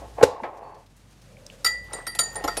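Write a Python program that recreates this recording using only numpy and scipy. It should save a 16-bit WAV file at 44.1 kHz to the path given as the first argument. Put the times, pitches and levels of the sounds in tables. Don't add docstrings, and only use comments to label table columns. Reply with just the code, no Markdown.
import sys
import numpy as np
from scipy import signal
from scipy.fft import rfft, irfft, next_fast_len
from scipy.io import wavfile
from scipy.ndimage import map_coordinates

SR = 44100
rng = np.random.default_rng(int(sys.argv[2]) if len(sys.argv) > 2 else 0)


def wav_record(signal):
    frames = np.transpose(np.atleast_2d(signal))
    bounded = np.clip(frames, -1, 1)
    quanta = np.round(bounded * 32767).astype(np.int16)
    wavfile.write(sys.argv[1], SR, quanta)


def decibels_to_gain(level_db):
    exponent = np.asarray(level_db, float) / 20
    return 10 ** exponent


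N = 114660
TIME = np.arange(N) / SR


def unit(x):
    return x / np.sqrt(np.mean(x ** 2) + 1e-20)


def along(points, hz):
    f, v = np.transpose(points)
    return np.interp(np.log(hz + 1), np.log(f + 1), v)


def curve(rows):
    return np.interp(TIME, *np.transpose(rows))


def wobble(rate_hz):
    points = rng.standard_normal(int(N * rate_hz / SR) + 4)
    return map_coordinates(points, [TIME * rate_hz])


def noise():
    return rng.standard_normal(N)


def sine(hz):
    return np.sin(2 * np.pi * (hz * TIME + rng.random()))


def filtered(x, response):
    m = next_fast_len(N + SR // 2)
    return irfft(rfft(x, m) * response(np.fft.rfftfreq(m, 1 / SR)), m)[:N]


def coloured(spectrum):
    return unit(filtered(noise(), lambda f: decibels_to_gain(along(spectrum, f))))


def peak(f, hz, width_hz):
    return 1j * f * width_hz / (hz * hz - f * f + 1j * f * width_hz)


def strike(start_s, t60_s, rise_s=.0008):
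    out, first = np.zeros(N), int(np.ceil(start_s * SR))
    t = TIME[first:first + int(2 * t60_s * SR) + 1] - start_s
    out[first:first + len(t)] = decibels_to_gain(-60 * t / t60_s) * (1 - np.exp(-t / rise_s))
    return out


def ring(start_s, t60_s, unrest):
    body = strike(start_s, t60_s) + decibels_to_gain(-26) * strike(start_s, 3 * t60_s)
    flutter = np.roll(unrest, rng.integers(N)) - 1
    return body * (1 + flutter * np.clip((TIME - start_s) / .01, 0, 1))


# (lower_hz, upper_hz)
WALL_PAIRS = [(1868, 1970), (4695, 4733), (8420, 8910)]
# (lower_t60_s, upper_t60_s)
WALL_DECAYS = [(0.37, 0.52), (0.16, 0.25), (0.28, 0.21)]
# (time_s, shift_percent)
PITCH_SAG = [(2.0, 0), (2.07, -.25), (2.17, -.2), (2.19, -1.1), (2.44, -1.1), (2.48, -.85), (2.56, -.85),
             (2.58, -1.3)]
# (start_s, first_pair_db, second_pair_db, first_upper_over_lower_db, second_upper_over_lower_db)
WALL_BLOWS = [(1.648, -30, -19, 5, -5), (1.66, -29, -33.5, -2.5, -28), (1.937, -43, -46, 6, 1),
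              (2.0655, -36.5, -53, 4, 3), (2.078, -50, -35, 6, -8), (2.149, -44, -49, 15, -20),
              (2.1916, -44.5, -22, 18, -3.5), (2.206, -39, -67, -12.5, 0), (2.358, -40, -54.5, -5, 21),
              (2.481, -55, -39, 12, 16), (2.494, -38, -57, -6.5, 13), (2.572, -50, -40.5, -17, -6)]


def mug():
    third_db, third_sag_share = -17, .6
    out = np.zeros(N)
    sag_s = np.cumsum(curve(PITCH_SAG)) / 100 / SR
    unrest = decibels_to_gain(2.25 * wobble(65))
    for start_s, db1, db2, up1, up2 in WALL_BLOWS:
        levels_db = (db1, db2, db2 + third_db)
        pairs = zip(WALL_PAIRS, WALL_DECAYS, levels_db, (up1, up2, 0), (1, 1, third_sag_share))
        for pair_hz, pair_t60_s, db, up_db, share in pairs:
            for hz, t60_s, side in zip(pair_hz, pair_t60_s, (-.5, .5)):
                turns = hz * (TIME + share * sag_s) + rng.random()
                out += decibels_to_gain(db + side * up_db) * ring(start_s, t60_s, unrest) * np.sin(2 * np.pi * turns)
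    return out


# (hz, level_db)
CRACK_SPECTRUM = [(500, 1), (1500, 3.5), (5000, 7), (10000, 0), (13000, -5), (16000, -22.5)]


def crack(start_s):
    envelope = strike(start_s, .075, .0003) + 2 * strike(start_s, .008, .0002)
    return envelope * coloured(CRACK_SPECTRUM)


def shimmer(start_s):
    out, t = np.zeros(N), np.arange(SR // 5) / SR
    pick = rng.random((60, 4, 1))
    hz = 1500 + 13700 * pick[:, 0] ** 1.4
    t60_s = .08 * (.5 + pick[:, 2])
    level_db = along(CRACK_SPECTRUM, hz) - 14 * pick[:, 1]
    modes = decibels_to_gain(level_db - 60 * t / t60_s) * np.sin(2 * np.pi * (hz * t + pick[:, 3]))
    part = out[round(start_s * SR):][:len(t)]
    part += (modes.sum(0) * (1 - np.exp(-t / .0008)))[:len(part)]
    return out


# (hz, level_db, t60_s)
HANDLE_MODES = [(1354, 0, .11), (1285, -3, .09), (1400, -4, .1), (2050, -3, .04)]
# (hz, level_db, t60_s)
BOWL_MODES = [(9057, 0, .09), (9720, -19, .12)]
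# (hz, level_db, t60_s)
RIM_MODES = [(12305, -5, .11), (12440, -2, .07), (13960, -9, .06), (13100, -9, .06), (15200, -10, .04)]
# (start_s, handle_db, bowl_db, rim_db, crack_db)
SPOON_BLOWS = [(1.646, -25.5, -22, -30, -32.5), (1.663, -28.5, -38, -30, -30.5),
               (1.932, -46, -26, -51, -44.5), (2.068, -35.5, -50, -42, -37.5), (2.15, -51, -44, -50, -41.5),
               (2.1899, -26.5, -14.5, -28, -27.5), (2.356, -46, -27, -55, -45),
               (2.44, -36.5, -43, -43, -38), (2.477, -27, -34, -54, -38), (2.569, -39, -38, -43, -34),
               (2.574, -41, -33, -42, -37.5)]
# (start_s, hz, level_db, t60_s)
GRIP_MODES = [(1.645, 3870, -27, 0.099), (1.645, 5390, -23, 0.057), (1.647, 7120, -24, 0.078),
              (1.645, 9283, -33, 0.13), (1.647, 11140, -25, 0.04), (1.66, 7000, -25, .16),
              (1.663, 9275, -34, .11), (1.934, 3890, -37, 0.066), (1.934, 7079, -37.5, 0.14),
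              (1.932, 7020, -37, .07), (1.934, 8441, -38.5, 0.26), (2.067, 3820, -33.5, .03),
              (2.073, 3230, -45, 0.1), (2.067, 5550, -36, 0.076), (2.07, 8618, -34, 0.094),
              (2.067, 9240, -32.5, 0.15), (2.067, 9520, -36, 0.093), (2.074, 11300, -41, 0.12),
              (2.07, 11760, -46, .06), (2.15, 9250, -39, 0.098), (2.15, 7900, -39, .03),
              (2.151, 10158, -37, 0.055), (2.149, 11245, -41, 0.079), (2.1915, 3873, -18.5, 0.051),
              (2.1896, 6975, -22.5, 0.23), (2.1895, 9250, -18.5, 0.083), (2.1875, 5302, -31.5, 0.072),
              (2.1875, 7250, -27.5, 0.062), (2.358, 7180, -31.5, 0.054), (2.358, 6900, -41, .06),
              (2.357, 3820, -47, 0.073), (2.359, 1780, -42, 0.096), (2.442, 5320, -28, 0.032),
              (2.442, 7000, -38, 0.066), (2.442, 11360, -40, 0.089), (2.478, 5652, -24, 0.03),
              (2.478, 11480, -38, 0.12), (2.479, 3440, -34.5, .06), (2.478, 7089, -38, 0.096),
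              (2.57, 11202, -32, 0.074), (2.575, 10870, -28, .07), (2.571, 9280, -30.5, 0.095),
              (2.573, 5300, -34, .06)]


def spoon():
    scatter_db, detune = 1.5, .001
    out = np.zeros(N)
    unrest = decibels_to_gain(4.5 * wobble(130))
    for start_s, *levels_db, crack_db in SPOON_BLOWS:
        for family, family_db in zip((HANDLE_MODES, BOWL_MODES, RIM_MODES), levels_db):
            for hz, mode_db, t60_s in family:
                level_db = family_db + mode_db + scatter_db * rng.standard_normal()
                mode_hz = hz * (1 + detune * rng.standard_normal())
                out += decibels_to_gain(level_db) * ring(start_s, t60_s, unrest) * sine(mode_hz)
        out += decibels_to_gain(crack_db) * (crack(start_s) + decibels_to_gain(-11) * shimmer(start_s))
    for start_s, hz, level_db, t60_s in GRIP_MODES:
        out += decibels_to_gain(level_db) * ring(start_s, t60_s, unrest) * sine(hz)
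    return out


# (hz, width_hz, level_db)
SLAB_MODES = [(271, 70, -13.5), (496, 320, -6), (553, 55, 1), (699, 59, -2.5), (855.5, 47, 3.5),
              (1072, 56, -3.5), (1286, 24, -6.5), (1724, 550, -11.5)]


def stone(f):
    return sum((-1) ** k * decibels_to_gain(db) * peak(f, hz, width) for k, (hz, width, db) in enumerate(SLAB_MODES))


# (start_s, level_db, t60_s, brightest_hz)
SLAB_KNOCKS = [(.012, -31.5, 0.38, 650), (0.183, -21.5, 0.0066, 1200), (0.21, -9, 0.076, 800),
               (0.2256, -4.5, 0.09, 800), (0.434, -21.5, 0.14, 2420), (1.647, -29.5, 0.23, 1544),
               (1.745, -43, 0.05, 473), (1.933, -29, 0.15, 1040), (1.986, -32, 0.029, 930),
               (2.069, -33.5, 0.086, 1500), (2.151, -36, 0.039, 1200), (2.19, -24, 0.14, 1530),
               (2.353, -26.5, 0.34, 1100), (2.4401, -14.5, 0.11, 870), (2.477, -20, 0.11, 1310),
               (2.57, -19.5, 0.078, 890)]


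def knocks():
    out = np.zeros(N)
    for start_s, level_db, t60_s, top_hz in SLAB_KNOCKS:
        rattle = strike(start_s, t60_s, .00058) * noise()
        contact = 4.3 * strike(start_s, .00099, .00053)
        knock = filtered(rattle + contact, lambda f: stone(f) / (1 + 1j * f / top_hz) ** 2)
        out += decibels_to_gain(level_db) * knock / np.abs(knock).max()
    return out


# (hz, level_db)
SLAP_SPECTRUM = [(300, -33), (2000, -2.5), (5500, -4.5), (9000, -10), (13000, -18.5), (16000, -31.5)]


def set_down():
    thud_s, hold_s = .2327, .0062
    since_s = TIME - thud_s
    held_s = np.maximum(since_s - hold_s, 0)
    thud = (TIME > thud_s) * decibels_to_gain(-60 * held_s / .012) * strike(thud_s, .31, .00051)
    thud *= np.sin(2 * np.pi * 500 * since_s)
    boom = strike(thud_s, .22, .0059) * np.sin(2 * np.pi * 86 * since_s)
    fade = decibels_to_gain(-60 * held_s / .025) + decibels_to_gain(-12.5 - 60 * np.maximum(since_s, 0) / .24)
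    slap = fade * strike(.2259, .31, .0084) * coloured(SLAP_SPECTRUM)
    return decibels_to_gain(-30) * boom - decibels_to_gain(3) * thud + decibels_to_gain(-16.5) * slap


# (time_s, level_db)
SLIDE_LEVEL = [(0, -41), (.1, -83), (.165, -55.5), (.19, -30.5), (.25, -38), (.3, -35.5), (.42, -42),
               (.55, -41.5), (.77, -46.5), (.84, -59.5), (.92, -78.5)]
# (hz, level_db)
SLIDE_SPECTRUM = [(200, -20), (420, -6), (600, -5), (850, -4), (1130, -5.5), (1260, -16.5), (2500, -25.5),
                  (5000, -50)]


def slide():
    grit = noise() * decibels_to_gain(2.5 * wobble(600) + .57 * wobble(59))
    scrape = filtered(grit, lambda f: decibels_to_gain(along(SLIDE_SPECTRUM, f)) * (.6 + np.abs(stone(f))))
    return decibels_to_gain(curve(SLIDE_LEVEL)) * unit(scrape)


def creep():
    start_s, end_s, hz, width_hz, level_db = 1.25, 1.92, 540, 150, -56
    rub = unit(filtered(noise(), lambda f: peak(f, hz, width_hz) ** 2))
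    return decibels_to_gain(level_db) * rub * np.clip(np.minimum(TIME - start_s, end_s - TIME) / .057, 0, 1)


# (start_s, level_db, hz, width_hz)
SMALL_TICKS = [(0.398, -28, 900, 220), (0.743, -51, 3900, 5000), (.86, -52, 3600, 6000),
               (0.963, -52.5, 7970, 7890), (1.215, -49, 5400, 6880), (1.368, -43.5, 2310, 600),
               (1.4645, -30, 5340, 2200), (1.499, -33, 2740, 580), (2.442, -35.5, 78, 74),
               (1.926, -40, 5200, 504), (1.9, -55, 9200, 6900), (2.328, -43, 11000, 6400),
               (2.347, -37, 6900, 1500), (1.842, -53, 14100, 600), (0.42, -36, 230, 73),
               (.57, -53, 5600, 5000), (1.17, -60, 5000, 6000)]


def small_ticks():
    out = np.zeros(N)
    for start_s, level_db, hz, width_hz in SMALL_TICKS:
        envelope = strike(start_s, .013, .0005) if width_hz < 2500 else strike(start_s, .07, .004)
        order = 2 if hz > 1000 else 3
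        tick = filtered(envelope * noise(), lambda f: peak(f, hz, width_hz) ** order)
        out += decibels_to_gain(level_db) * tick / np.abs(tick).max()
    return out


def steel_ring():
    start_s, end_s, hz, level_db = .63, .86, 4500, -65
    tones = np.sin(2 * np.pi * hz * TIME) + .6 * np.sin(2 * np.pi * .589 * hz * TIME)
    return decibels_to_gain(level_db) * strike(start_s, 1.5, .004) * np.clip((end_s - TIME) / .05, 0, 1) * tones


# (time_s, level_db)
STIR_LEVEL = [(1.82, -73), (1.93, -47), (2.0, -46), (2.1, -61), (2.24, -49.5), (2.33, -55.5), (2.4, -46.5),
              (2.6, -52)]


def tea(count=150):
    centre_hz, spread, cycles, bubble_db = 800, .476, 6.6, 2
    start_s = STIR_LEVEL[0][0]
    pick, t = rng.random((count, 2, 1)), np.arange(SR // 20) / SR
    hz = centre_hz * np.exp(spread * rng.standard_normal((count, 1)))
    turns = np.maximum(hz, centre_hz / 2) * t
    pops = decibels_to_gain(-14 * pick[:, 1] - 60 * turns / cycles / 2) * (1 - np.exp(-turns))
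    pops *= np.sin(2 * np.pi * turns * (1 + .013 * turns))
    pop_s = start_s + (TIME[-1] - start_s) * pick[:, 0]
    at = (SR * pop_s).astype(int) + np.arange(len(t))
    bubbles = np.bincount(at.ravel(), pops.ravel(), N + SR)[:N]
    bubbles /= bubbles[TIME > start_s].std()
    slosh = unit(filtered(noise(), stone)) * decibels_to_gain(1.3 * wobble(40))
    return decibels_to_gain(curve(STIR_LEVEL)) * (slosh + decibels_to_gain(bubble_db) * bubbles) * (TIME > start_s)


# (hz, t60_s)
ROOM_DECAY = [(200, 0.26), (1000, 0.29), (4000, 0.38), (12000, 0.23)]


def kitchen(x):
    hz, t, z = signal.stft(rng.standard_normal(SR // 2), SR, nperseg=256)
    fade = decibels_to_gain(-60 * t / along(ROOM_DECAY, hz)[:, None])
    tail = signal.istft(z * fade, SR, nperseg=256)[1]
    return signal.fftconvolve(np.pad(x, (250, 0)), tail / np.linalg.norm(tail))[:N]


# (hz, level_db)
AIR_SPECTRUM = [(60, -23), (90, 2.5), (170, -3.5), (385, -15), (1500, -22), (6500, -27.5), (10000, -31.5),
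                (16000, -43.5)]
# (time_s, gain_db)
FLOOR_GAIN = [(0, 6), (.22, 5.5), (.26, -4.5), (.6, -5.5), (1.2, 0.5), (1.6, 3.5), (1.7, 3.5), (2.05, 3.5),
              (2.6, 10.5)]


def air():
    gain_db = curve(FLOOR_GAIN)
    tone = coloured(AIR_SPECTRUM)
    high = filtered(tone, lambda f: (f / 1000) ** 2 / (1 + (f / 1000) ** 2))
    low = tone - high
    return decibels_to_gain(-54.5) * (decibels_to_gain(.64 * gain_db) * low + decibels_to_gain(gain_db + 2.2 * wobble(33)) * high)


# (time_s, level_db)
RUMBLE_LEVEL = [(0, -45), (.25, -48), (.33, -61), (.9, -58.5), (1.6, -57), (1.8, -47.5), (2.1, -54),
                (2.4, -49.5), (2.6, -44.5)]


def hand_rumble():
    hz = 56 - 5.5 * TIME + 5 * wobble(3.9)
    level_db = curve(RUMBLE_LEVEL) + 2.5 + .75 * wobble(6.2)
    return decibels_to_gain(level_db) * np.sin(2 * np.pi * np.cumsum(hz) / SR)


def scene():
    near = mug() + spoon() + knocks() + set_down() + slide() + creep()
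    near += small_ticks() + steel_ring() + tea()
    return (near + decibels_to_gain(-17.5) * kitchen(near) + air() + hand_rumble())[None]


def band_limit(x):
    return signal.sosfilt(signal.butter(12, 16480, fs=SR, output="sos"), x)


def record(dry):
    hardness = 6
    clipped = dry / (1 + np.abs(dry) ** hardness) ** (1 / hardness)
    mix = filtered(clipped[0], lambda f: 1 / (1 + (f / 15700) ** 40))[None]
    return band_limit(mix)


dry = scene()
out = record(dry)
wav_record(out)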